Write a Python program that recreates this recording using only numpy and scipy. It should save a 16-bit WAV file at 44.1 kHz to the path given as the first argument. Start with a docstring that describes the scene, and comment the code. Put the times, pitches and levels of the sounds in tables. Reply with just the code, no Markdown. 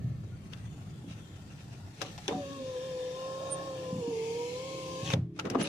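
"""From the seat beside an open window in a slowly rolling car: road rumble, engine hum and air, all noise and sines.
Blows ring the door's modes, a sleeve rubs and trim clicks; a switch snaps and an electric motor whines, sagging.
Gear noise rings its housing and the glass hisses along its seals, rasps into the top one and knocks into its frame.
The outside air drops away; the switch clicks again, the gear knocks and a rising whine tugs the pane from its seal."""
import sys
import numpy as np
from scipy import signal
from scipy.fft import rfft, irfft
from scipy.io import wavfile
from scipy.ndimage import uniform_filter1d

SR = 44100
rng = np.random.default_rng(int(sys.argv[2]) if len(sys.argv) > 2 else 0)


def store_pcm(level_fs):
    """Save levels as 16-bit WAV."""
    pcm = np.round(np.clip(level_fs, -1, 1) * 32767).astype(np.int16)
    wavfile.write(sys.argv[1], SR, np.atleast_2d(pcm).T)


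N = 250750
TIME = np.arange(N) / SR
START_S, SHUT_S = 2.28, 5.135  # the motor is switched on, and the glass meets the frame
SPIN_UP_RISE_S = 0.018  # how quickly the whine comes in


def amp(db):
    """Decibels to gain."""
    return 10 ** (np.asarray(db) / 20)


def evened(x):
    """Scales to an rms of one."""
    return x / np.sqrt(np.mean(x ** 2) + 1e-20)


def read(points, hz):
    """Reads a table of values against frequency on a log-frequency axis."""
    f, value = np.transpose(points)
    return np.interp(np.log(hz + 1), np.log(f + 1), value)


def spectrum(points):
    """The dB spectrum drawn by a table of (Hz, dB) points."""
    return lambda hz: read(points, hz)


def resonances(modes):
    """The dB spectrum of a set of (Hz, width Hz, dB) resonances, their powers added."""
    def level_db(hz):
        power = sum(amp(db) ** 2 / (1 + ((hz - c) / w) ** 2) ** 2 for c, w, db in modes)
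        return 10 * np.log10(power)
    return level_db


def curves(rows):
    """Each column of a time table, at every sample."""
    s, *columns = np.transpose(rows)
    return [np.interp(TIME, s, c) for c in columns]


def add(mix, s, sound):
    """Lays a sound into the mix at time s."""
    part = mix[:, max(round(s * SR), 0):][:, :sound.shape[-1]]
    part += sound[..., :part.shape[1]]


def panned(db):
    """Left and right gains for a level difference."""
    return amp(np.array([[db], [-db]]) / 2)


def swell(s, half):
    """A smooth rise and fall round time s."""
    fall = np.exp(-1.88 * abs(TIME - s) / half)
    return 2 * fall / (1 + fall ** 2)


def step(s, rise):
    """A smooth step from zero to one round time s."""
    return .5 + .5 * np.tanh((TIME - s) / rise)


def wander(rate_hz):
    """Slow chance of rms one, up to about the given rate."""
    coarse = TIME[::25]
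    hz = np.fft.rfftfreq(len(coarse), coarse[1])
    drift = irfft(rfft(rng.standard_normal(len(coarse))) / (1 + (hz / rate_hz) ** 4), len(coarse))
    return np.interp(TIME, coarse, evened(drift))


def noise(colour, patchy_db=0, lean=1, size=N, comb_db=2.2):
    """Coloured noise with drifting patches at two microphone ports; the treble reaches the left one later."""
    # how alike the two ports hear a band: hz, likeness (0 to 1)
    port_likeness = [(60, 0.96), (200, 0.96), (400, 0.57), (700, 0.49), (1400, 0.095), (3000, 0.083),
                     (7000, 0.057), (15000, 0.081)]
    # left against right over the spectrum: hz, balance_db
    port_balance = [(60, 2), (200, -0.5), (700, -1), (1300, -0.5), (2400, 6), (4400, 6), (8000, 4),
                    (15000, -3.5)]
    port_lag_s = .0005
    hz = np.fft.rfftfreq(2048, 1 / SR)
    a, b, c, d, patches, ripple = rng.standard_normal((6, size // 512 + 5, len(hz)))
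    patches = evened(uniform_filter1d(uniform_filter1d(patches, size=8, axis=0), size=16, axis=1))
    # reflections from glass and trim, as a slowly shifting chance ripple that is full above 1200 Hz
    ripple = evened(uniform_filter1d(uniform_filter1d(ripple, size=45, axis=0), size=6, axis=1))
    ripple_db = comb_db * np.minimum(hz / 1200, 1) * ripple
    same = np.clip(read(port_likeness, hz), -1, 1)
    left, own = a + 1j * b, c + 1j * d
    lead = np.exp(2j * np.pi * hz * port_lag_s * (hz > 1000))
    z = np.array([left, same * lead * left + np.sqrt(1 - same ** 2) * own])
    side_db = lean * read(port_balance, hz) / 2
    sides_db = np.array([side_db, -side_db])[:, None]
    z *= amp(colour(hz) + patchy_db * patches + ripple_db + sides_db)
    x = signal.istft(z.swapaxes(1, 2), nperseg=2048, noverlap=1536)[1][:, :size]
    return x / np.std(x.mean(0))


def cabin():
    """Road rumble and tyre hiss as coloured noise, engine as multiples of its firing rate; shutting dulls the air."""
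    # road noise in the cabin, easing as the car rolls on: start_s, level_db
    road_level = [(0, -37), (.5, -44), (1.15, -44.5), (1.45, -47.5), (2.2, -47.5), (2.8, -52.5),
                  (4.2, -55.5), (5.69, -49)]
    # its spectrum: hz, relative level_db
    road_colour = [(20, -9), (45, -5), (70, -16), (95, 9.5), (125, 5), (190, 1.5), (260, -12.5), (400, -16),
                   (550, -22), (900, -35.5), (1100, -24.5), (1400, -36), (1800, -35.5), (2900, -37.5),
                   (5000, -48.5), (15000, -55)]
    # tyre hiss and outside air through the opening: start_s, level_db
    air_level = [(0, -71), (.58, -61.5), (.95, -62.5), (1.5, -60.5), (1.95, -61), (2.15, -55.5),
                 (2.55, -60.5), (3.75, -58), (4.15, -63.5), (4.8, -61.5), (5.1, -62.5)]
    # its spectrum: hz, relative level_db
    air_colour = [(300, 2), (750, 9), (930, 2), (1100, 1), (1350, 4), (1540, -1), (1780, 4.5), (2250, -4),
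                  (2650, 0.5), (2950, -2.5), (3350, 1), (3900, -3.5), (5000, -4.5), (6300, -5),
                  (8000, -6.5), (11000, -15), (15000, -22)]
    # engine: start_s, firing_hz, level_db
    engine = [(0, 31.01, -54), (2.9, 32.49, -53.5), (3.75, 34.38, -42.5), (4.4, 34.66, -46.5),
              (5.69, 34.25, -38.5)]
    # engine orders: multiple of the firing rate, relative level_db
    orders = [(2, -26.5), (3, -13), (4, -8), (5, -6.5), (8, -13), (9, -10), (10, -12), (12, -16.5)]
    gust_db, gust_hz = 1.16, 27  # the outside air flutters
    sealed_db, sealing_s = -23, 0.061  # the shut window takes this much off it, within this time

    road = amp(curves(road_level)[0]) * noise(spectrum(road_colour), patchy_db=1.7)
    sealing = np.clip((TIME - SHUT_S) / sealing_s, 0, 1)
    air_db = curves(air_level)[0] + gust_db * wander(gust_hz) + sealed_db * sealing
    air = amp(air_db + .7 * wander(120)) * noise(spectrum(air_colour), patchy_db=2.1, comb_db=3)
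    firing_hz, hum_db = curves(engine)
    turns = np.cumsum(firing_hz * (1 + 0.0025 * wander(2.13))) / SR
    hum = np.zeros(N)
    for k, db in orders:
        hum += amp(db + 2.5 * wander(5.7)) * np.sin(2 * np.pi * (k * turns + rng.random()))
    return road + air + amp(hum_db) * hum


def blows(count=3, detune=0.032, attack_s=0.0036, thud_db=-14, thud_t60=.11):
    """Each push rings the door's modes near its centre over a dull trim thud, then rebounds after ever shorter waits."""
    # blows on the door, from road bumps, gear, glass and hand:
    # start_s, ring peak level_db, push centre_hz, narrowness, each rebound against the last (dB)
    pushes = [(0.037, -23, 132, 4, -8), (0.246, -34.5, 126, 6.8, -27), (0.71, -48.5, 290, 1.8, 1.5),
              (1.04, -40, 274, 2.4, -4.5), (2.017, -29, 730, 1.75, -8.5), (2.179, -42, 766, 7.6, -15),
              (2.285, -29.5, 457, 1.1, -7), (2.308, -28, 500, 1.7, -11), (2.316, -31, 228, 1.9, -23),
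              (2.324, -32.5, 790, 7.7, -9.5), (2.346, -28, 198, 1.8, -20), (2.36, -35, 170, 1, -15),
              (2.371, -34, 180, 1.1, -7), (3.922, -26.5, 171, 2.3, -1), (4.073, -29, 267, 1.6, -26),
              (5.022, -27.5, 138.4, 2.6, -9), (5.084, -30.5, 116, 2.47, -25), (5.131, -18, 112, 1.66, -9.5),
              (5.135, -26.5, 566, 4.2, -20), (5.162, -25, 139, 1.2, -24), (5.184, -21, 122, 2.2, -8),
              (5.467, -30.5, 402, 0.73, -15), (5.506, -27.5, 290, 1.3, -11), (5.552, -20, 750, 0.7, -29),
              (5.555, -22, 305, 2.7, -26), (5.587, -26.5, 280, 0.75, -12)]
    # door modes: hz, level_db, t60_s
    door_modes = [(92.3, -1.5, 0.12), (120.2, 1, 0.14), (167.2, 2.5, 0.15), (205, 11, 0.039),
                  (275, 5.5, 0.16), (337.8, 1, 0.16), (438, 7.5, 0.069), (569, 7.5, 0.036), (726, -2, 0.1),
                  (805, -7.5, 0.13), (990, 9.5, 0.013), (1198, 13, 0.025), (1340, -9, 0.017)]
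    rebound_s, rebound_shrink = .032, .76  # first wait; each later wait is this share of the last

    out, t = np.zeros((2, N)), TIME[:SR // 4]
    hz, mode_db, t60 = np.transpose(door_modes)[:, :, None]
    sign = (-1) ** np.arange(len(door_modes))[:, None]  # neighbouring modes swing in opposite senses
    decays = sign * amp(mode_db - 60 * t / t60)
    bins = np.fft.rfftfreq(len(t), 1 / SR) + 1
    attack = 1 - np.exp(-t / attack_s)
    for s, db, centre_hz, narrow, rebound_db in pushes:
        push = lambda f: 1 / (1 + (narrow * np.log(f / centre_hz)) ** 2) ** 2
        struck_hz = hz * (1 + detune * rng.standard_normal(hz.shape))  # each blow rings a little differently
        ring = (decays * push(hz) * np.sin(2 * np.pi * struck_hz * t)).sum(0) * attack
        dulling = 1 + (bins / hz.max()) ** 4
        trim = evened(irfft(rfft(rng.standard_normal(len(t))) * push(bins) / dulling, len(t)))
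        thud = trim * amp(thud_db - 60 * t / thud_t60) * attack
        for k in range(count):
            add(out, s, amp(db + k * rebound_db) * (ring / abs(ring).max() + thud))
            s = s + rebound_s * rebound_shrink ** k
    return out


def rubs(stutter_db=2, stutter_hz=70):
    """A sleeve on the trim, or the pane leaving its seal, drags unevenly; each stroke swells and fades."""
    # brief strokes: height_s, half_length_s, swish level_db, low rub level_db
    strokes = [(0.238, 0.014, -84, -54.5), (0.528, 0.012, -60, -60), (.58, 0.029, -64, -68),
               (0.909, 0.017, -63, -65), (1.112, 0.031, -56, -74), (1.365, 0.013, -62, -66),
               (1.19, 0.025, -65, -55), (1.516, 0.029, -61, -58), (1.604, 0.029, -62.5, -70),
               (1.736, 0.046, -63, -57.5), (2.054, 0.074, -53, -51), (2.255, 0.047, -57.5, -66),
               (5.382, 0.026, -60.5, -54), (5.459, 0.019, -59, -41), (5.529, 0.049, -59, -39.5),
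               (5.596, .012, -50, -36), (5.616, 0.014, -39.5, -31), (5.663, 0.035, -43, -41)]
    # spectrum of the swish: hz, relative level_db
    swish_colour = [(400, -31), (900, -11), (1300, 0.5), (2000, -3), (2600, 3.5), (3400, 0.5), (4600, -5.5),
                    (6200, -3.5), (8000, -14), (9000, -13), (11500, -27), (15400, -36.5)]
    # spectrum of the low rub: hz, relative level_db
    rub_colour = [(60, -28), (130, -12), (220, 0.5), (330, -3.5), (440, -2.5), (600, -9.5), (850, -15),
                  (1300, -19), (2000, -23), (5000, -53)]
    swish = amp(1.94 * wander(200)) * noise(spectrum(swish_colour), patchy_db=2, lean=.4)
    rub = noise(spectrum(rub_colour), patchy_db=1) * amp(stutter_db * wander(stutter_hz))
    swish_gain, rub_gain = sum(amp([[swish_db], [rub_db]]) * swell(s, half)
                               for s, half, swish_db, rub_db in strokes)
    return swish_gain * swish + rub_gain * rub


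def squeaks(waver=.002):
    """Brief stick-slip whistles that swell, waver in pitch and fade."""
    # squeaks of trim, and of glass on rubber: height_s, level_db, pitch_hz, half_length_s, left-right balance_db
    whistles = [(0.338, -63, 1430, 0.022, 3), (3.528, -32.5, 8915, .014, -7.5),
                (5.634, -42, 10390, 0.0072, -17)]
    out = np.zeros((2, N))
    for s, db, hz, half, side_db in whistles:
        pitch = hz * (1 + waver * wander(95))
        tone = np.sqrt(2) * np.sin(2 * np.pi * np.cumsum(pitch) / SR)
        out += amp(db) * panned(side_db) * tone * swell(s, half)
    return out


def clicks(tail_db=-21, tail_t60=0.29):
    """Hard plastic contacts: a dense, quickly dying ring round one main resonance, and the cabin's short tail."""
    # clicks of switch, latch and trim: start_s, level_db, tilt (dB per octave),
    # main resonance_hz, its height_db, ring t60_s, left-right balance_db
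    contacts = [(0.528, -54, -1, 1400, 8, 0.093, 11), (0.5339, -47, 1, 3430, 11, 0.033, 15),
                (2.008, -49, -0.5, 1200, 1, 0.15, 14), (2.016, -31, 1, 1240, 2, 0.06, 6.5),
                (2.178, -45, 0.5, 1330, 0, 0.087, 4.5), (2.2845, -39, 1, 1720, 9, 0.06, 0),
                (2.291, -37, -5, 2400, 7, 0.072, -2), (2.2977, -43, -1.5, 3200, 5, 0.05, 0),
                (2.31, -38.5, -6.5, 1500, 2, 0.082, 1), (2.320, -42, -9, 1750, 10, 0.24, -2),
                (5.1027, -29, -1, 2600, 6, 0.03, 2), (5.1175, -33.5, 0, 2350, 16, 0.03, 2),
                (5.135, -28, 0.5, 3540, 10, 0.03, 3), (5.1371, -28, -1, 3530, 11, 0.022, 2),
                (5.143, -37, -8.5, 1380, -7, 0.15, -2), (5.39, -35, -0.5, 1360, 13, 0.088, 0),
                (5.3959, -30, 1, 2670, 11.5, 0.033, 3.5), (5.453, -41.5, 0, 1340, 13, 0.06, 9.5),
                (5.468, -42.5, -4.5, 1300, 11, 0.076, 6), (5.475, -43, -7, 1200, 10, 0.051, 6),
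                (5.512, -45, -1, 1300, 6, 0.062, 4), (5.4998, -35.5, 3.5, 5030, 3, 0.034, 8),
                (5.548, -33.5, -7, 1170, 6, 0.094, 12), (5.5525, -23, -9, 1100, 12, 0.034, 7.5)]
    # spectrum common to all of them: hz, relative level_db
    click_colour = [(30, -70), (200, -16), (500, 4.5), (750, 5.5), (1000, 0), (1400, 2.5), (1750, -3.5),
                    (2800, 1), (3500, -1), (4300, -7), (6000, -4), (7500, -16.5), (10000, -21),
                    (15000, -33)]
    # the cabin's short echo of every click: hz, relative level_db
    echo_colour = [(100, -25), (500, 11.5), (1400, -0.5), (3200, -6.5), (6200, -15), (15000, -32)]
    out, t = np.zeros((2, N)), TIME[:SR // 4]
    for s, db, tilt_db, main_hz, peak_db, t60, side_db in contacts:
        tilt = lambda hz: tilt_db * np.log2(hz + 1)
        peak = lambda hz: peak_db / (1 + ((hz / main_hz - 1) / 0.11) ** 2)
        ring_colour = lambda hz: read(click_colour, hz) + tilt(hz) + peak(hz)
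        tail_colour = lambda hz: read(echo_colour, hz) + tilt(hz) / 2
        ring = noise(ring_colour, patchy_db=1, lean=0, size=len(t), comb_db=1)
        echo = noise(tail_colour, lean=0, size=len(t), comb_db=0)
        sound = ring * amp(-60 * t / t60) + echo * amp(tail_db - 60 * t / tail_t60)
        add(out, s, amp(db) * panned(side_db) * sound * (1 - np.exp(-t / 0.00031)))
    return out


def snap():
    """The contact closes on the motor: a hard, bright, brief ring."""
    # resonances of the contact: hz, width_hz, level_db
    contact_modes = [(2580, 200, -12), (3310, 230, 2), (5860, 620, -5), (8900, 2200, -22.5)]
    level_db, t60_s = -24.5, .018
    t = np.maximum(TIME - START_S, 0)
    ring = noise(resonances(contact_modes), comb_db=0)
    return amp(level_db - 60 * t / t60_s) * (1 - np.exp(-t / 0.00015)) * ring


def travel():
    """How far the glass has risen: minus a half at the bottom, plus a half at the top."""
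    return np.clip((TIME - START_S) / (SHUT_S - START_S), 0, 1) - .5


def running():
    """One while the motor has current, dying quickly once the glass is home."""
    stop_db_per_s = 1100
    return (TIME >= START_S) * amp(-stop_db_per_s * np.maximum(TIME - SHUT_S, 0))


def effort(levels, jolt_s):
    """Gain of a driven part: a jolt at the start, a steady run, and rising strain as the pane meets the top seal."""
    pinch_s = 0.099  # the pane squeezes into the top seal over about this time
    run_db, travel_db, jolt_db, strain_db = levels
    run = amp(run_db + travel_db * travel())
    jolt = amp(jolt_db) * np.exp(-np.maximum(TIME - START_S, 0) / jolt_s)
    strain = amp(strain_db) * np.exp(np.minimum(TIME - SHUT_S, 0) / pinch_s)
    return running() * np.sqrt(run ** 2 + jolt ** 2 + strain ** 2)


def gear(hz, phase, overtones_db=-3):
    """Worm gear and cable drum: rumble ringing the door, a grind, and tooth chatter that pulses with the whine."""
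    # rumble: running level_db, change over the travel (dB), starting jolt level_db, strain at the top level_db
    rumble_levels = (-53, 9, -36, -48)
    # tooth chatter: the same columns
    chatter_levels = (-61.5, -4.5, -50, -48)
    # resonances of the rumble: hz, width_hz, level_db
    body_modes = [(334.8, 111, 1.5), (420, 94, 11), (547, 39, 2), (781, 39, 3.5), (995, 93, 1.5)]
    # resonances of the gear housing, rung by the teeth: hz, width_hz, level_db
    teeth_modes = [(1273, 36, -7), (1703, 60, 4), (2510, 110, -10), (2740, 33, -3.5), (2857, 31, 1.5),
                   (3250, 60, -2.5), (3630, 113, 1.5), (4520, 360, -8.5), (6450, 220, -9)]
    # resonances of the grinding drum: hz, width_hz, level_db
    grind_modes = [(420, 110, -5), (634, 150, 4.5), (1350, 70, -4.5)]
    rumble_jolt_s, chatter_jolt_s = 0.052, 0.024  # time in which the starting jolt settles
    # a stiff spot partway up, where the drum grinds and the teeth chatter louder
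    stiff_s, stiff_half_s, stiff_chatter_db, grind_db = 3.53, 0.33, 3, -49.5
    # the frame steadies the pane and calms the chatter: when, how quickly, how much
    steady_s, steady_rise_s, steady_db = 3.71, 0.045, -4.5

    stiff = swell(stiff_s, stiff_half_s) * running()
    rumble = effort(rumble_levels, rumble_jolt_s) * noise(resonances(body_modes), patchy_db=1.5)
    grind = amp(grind_db) * stiff * noise(resonances(grind_modes), patchy_db=1.5)
    teeth = resonances(teeth_modes)
    rattle = noise(teeth, patchy_db=3.4) * (1 + .3 * np.cos(phase))
    # high overtones sing out as they sweep through the housing's resonances
    overtones = np.zeros((2, N))
    for k in range(3, 8):
        overtones += amp(teeth(k * hz) + 3.5 * wander(14)) * np.sin(k * phase + np.array([[0], [k]]))
    chatter = effort(chatter_levels, chatter_jolt_s) * (rattle + amp(overtones_db) * panned(3.1) * overtones)
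    chatter_db = stiff_chatter_db * stiff + steady_db * step(steady_s, steady_rise_s)
    return rumble + grind + amp(chatter_db) * chatter


def wavers():
    """The brief dips and swells of the whine and of its octave, in dB."""
    # height_s, half_length_s, whine change (dB), octave change (dB)
    changes = [(2.407, 0.018, 1.5, -7), (2.548, 0.046, -10, 1), (2.635, 0.027, -1.5, -9),
               (3.084, 0.025, 1, -4), (3.17, 0.017, -4.5, 3), (3.764, 0.024, -0.5, -5),
               (3.89, .04, 0.5, 5.5), (4.401, .035, 2, 6.5), (4.534, 0.015, 1, -10), (4.93, .03, -3.5, 2.5),
               (5.06, .018, -9, -3)]
    return sum(np.array([[whine_db], [octave_db]]) * swell(s, half) for s, half, whine_db, octave_db in changes)


def motor():
    """The commutator's whine, its octave and a half-speed drone, all following the speed; it drives the gear."""
    # motor speed, sagging wherever the glass drags: start_s, pitch_hz
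    speed = [(2.39, 583), (2.46, 550.4), (2.55, 551.7), (2.65, 523), (2.78, 504), (2.87, 528.3),
             (2.94, 507.7), (3.09, 507.2), (3.3, 531.5), (3.66, 540), (3.77, 520), (3.99, 509.4),
             (4.04, 466), (4.09, 472.6), (4.15, 451), (4.26, 453), (4.52, 491.4), (4.67, 533), (4.98, 519),
             (5.09, 553), (5.15, 530)]
    # the whine grows with load, and each pitch sets up its own standing wave in the cabin:
    # pitch_hz, level_db, left-right balance_db
    whine_levels = [(450, -33, -2), (485.4, -36.5, -3), (490, -40.5, -8), (505, -36.5, 2),
                    (510.3, -40.5, 3), (537, -41, -3), (540, -46, -4.5), (575, -42, 2.5)]
    # the whine's octave: start_s, level_db
    octave_level = [(2.38, -60.5), (2.55, -50.5), (2.66, -55), (3.1, -59), (3.2, -48), (3.66, -46.5),
                    (3.78, -54), (4.62, -51), (5.1, -47.5)]
    # a door panel growls along with the drone: hz, width_hz, level_db
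    panel_modes = [(260.5, 5.2, 0)]
    panel_db = -4  # against the drone
    whine_travel_db = -5  # change from the bottom of the travel to the top
    spin_up_s = 0.093  # the whine comes in this long after the start
    # the drone holds while the gear takes up the glass, then falls to its rest
    drone_start_db, drone_hold_s, drone_fall_db_per_s, drone_rest_db = -46.5, 0.365, 222, -67

    hz = curves(speed)[0]
    phase = 2 * np.pi * np.cumsum(hz * (1 + 0.00333 * wander(33))) / SR
    # ten segments pass per turn of a slightly uneven shaft
    shaft = np.sqrt(2) * (1 + 0.15 * np.sin(phase / 10))
    pitch, level, lean = np.transpose(whine_levels)
    whine_waver_db, octave_waver_db = wavers()

    whine_db = np.interp(hz, pitch, level) + whine_travel_db * travel() + whine_waver_db
    side = amp(np.interp(hz, pitch, lean) * np.array([[1], [-1]]) / 2)
    whine = amp(whine_db + 1.0 * wander(36)) * shaft * np.sin(phase + np.array([[0], [.35]])) * side

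    octave_db = curves(octave_level)[0] + octave_waver_db + 1.4 * wander(26.0)
    octave = amp(octave_db) * shaft * np.sin(2 * phase + np.array([[0], [1.5]])) * panned(3.8)

    falling_s = np.maximum(TIME - START_S - drone_hold_s, 0)
    drone_db = np.maximum(drone_start_db - drone_fall_db_per_s * falling_s, drone_rest_db)
    growl = amp(panel_db) * noise(resonances(panel_modes))
    drone = amp(drone_db + 1.0 * wander(25)) * (np.sin(phase / 2) + growl)

    spun_up = step(START_S + spin_up_s, SPIN_UP_RISE_S)
    return (whine + octave + drone) * spun_up * running() + gear(hz, phase)


def seals():
    """Glass on felt and rubber: a grainy hiss; entering the channel, it steps up and the pane's edge sings a while."""
    # hiss: running level_db, change over the travel (dB), starting jolt level_db, strain at the top level_db
    slide_levels = (-55, 3.5, -75, -49)
    # its spectrum: hz, relative level_db
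    slide_colour = [(700, -25.5), (1250, -23), (1500, -38), (1950, -23.5), (2200, -5), (2600, 0),
                    (3200, -1.5), (3900, -5), (4800, -4.5), (6100, -3), (7000, -6.5), (8300, -13.5),
                    (9500, -12.5), (11000, -21), (15400, -28.5)]
    # resonances of the pane's edge as it rubs in the channel: hz, width_hz, level_db
    edge_modes = [(2163, 90, -4), (2280, 150, -1), (2610, 71, 0), (3220, 47, -1.5)]
    jolt_s = 0.36  # time in which the pane comes unstuck
    # the pane's upper edge enters the side channel: when, how quickly, and the step in hiss
    channel_s, entry_s, channel_db = 4.14, 0.068, 3.5
    edge_db, edge_fall_db_per_s = -54.5, 7.5

    hiss = noise(spectrum(slide_colour), patchy_db=1.6, comb_db=2.6)
    edge = noise(resonances(edge_modes), patchy_db=2)
    entered = step(channel_s, entry_s)
    fading = amp(edge_db - edge_fall_db_per_s * np.maximum(TIME - channel_s, 0))
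    sliding = effort(slide_levels, jolt_s) * amp(channel_db * (entered - .5)) * hiss
    singing = entered * running() * fading * edge
    return (sliding + singing) * amp(0.33 * wander(250))  # fine grain


def rasp(side_db=6, slip_t60=.006, stutter_db=2, stutter_hz=130):
    """Rubber catches and lets go of the pane many times over; each slip cracks, and rings the tightening seal."""
    # spectrum of one crack: hz, relative level_db
    crack_colour = [(500, -25), (1600, -16), (2150, 5), (3000, 2), (4400, -4), (5200, -6), (6500, 2),
                    (8000, -23), (15000, -33)]
    start_s, rise_s, slips_per_s, spread_db = 5.05, 0.013, 7000, 3.5
    ring_hz, fall_hz_per_s, width_hz = 3850, 19500, 600  # the ring's resonance falls until the window is shut
    ring_db, crackle_db = -45.5, -45

    chance, size, sign = rng.random(N), rng.exponential(1, N), rng.choice([-1, 1], N)
    slips = (chance < slips_per_s / SR) * sign * amp(spread_db * np.minimum(size, 3))
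    t = TIME[:SR // 10]
    crack = noise(spectrum(crack_colour), size=len(t), lean=0, comb_db=0) * amp(-60 * t / slip_t60)
    crackle = evened(signal.oaconvolve(slips[None], crack, axes=1)[:, :N])
    # shifting the slips down to zero pitch and back lets a fixed filter follow the falling resonance
    hz = ring_hz - fall_hz_per_s * np.clip(TIME - start_s, 0, SHUT_S - start_s)
    turn = np.exp(2j * np.pi * np.cumsum(hz) / SR)
    r = np.exp(-np.pi * width_hz / SR)
    ring = evened((turn * signal.lfilter([1], np.poly([r, r]), slips / turn + 1e-18)).real)
    grip = step(start_s, rise_s) * running() * amp(stutter_db * wander(stutter_hz))
    return grip * panned(side_db) * (amp(crackle_db) * crackle + amp(ring_db) * ring)


def restart():
    """The motor runs up again, its whine rising steadily as the pane comes free."""
    start_s, start_hz, rise_hz_per_s, level_db = 5.632, 538, 880, -40.5
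    hz = start_hz + rise_hz_per_s * np.maximum(TIME - start_s, 0)
    return amp(level_db) * step(start_s, SPIN_UP_RISE_S) * np.sin(2 * np.pi * np.cumsum(hz) / SR)


def scene():
    """Everything heard from the seat beside the window."""
    before = cabin() + blows() + rubs() + squeaks() + clicks()
    return before + snap() + motor() + seals() + rasp() + restart()


def record(dry):
    """The microphones lose the deepest bass, and the recorder limits the band at the top."""
    low_cut_hz, edge_hz = 38, 15450
    low_cut = signal.butter(N=2, Wn=low_cut_hz, btype="high", fs=SR, output="sos")
    thinned = signal.sosfilt(low_cut, dry)
    band_limit = signal.firwin(511, edge_hz, window=("kaiser", 9), fs=SR)
    return signal.oaconvolve(thinned, band_limit[None], "same", axes=1)


dry = scene()
out = record(dry)
store_pcm(out)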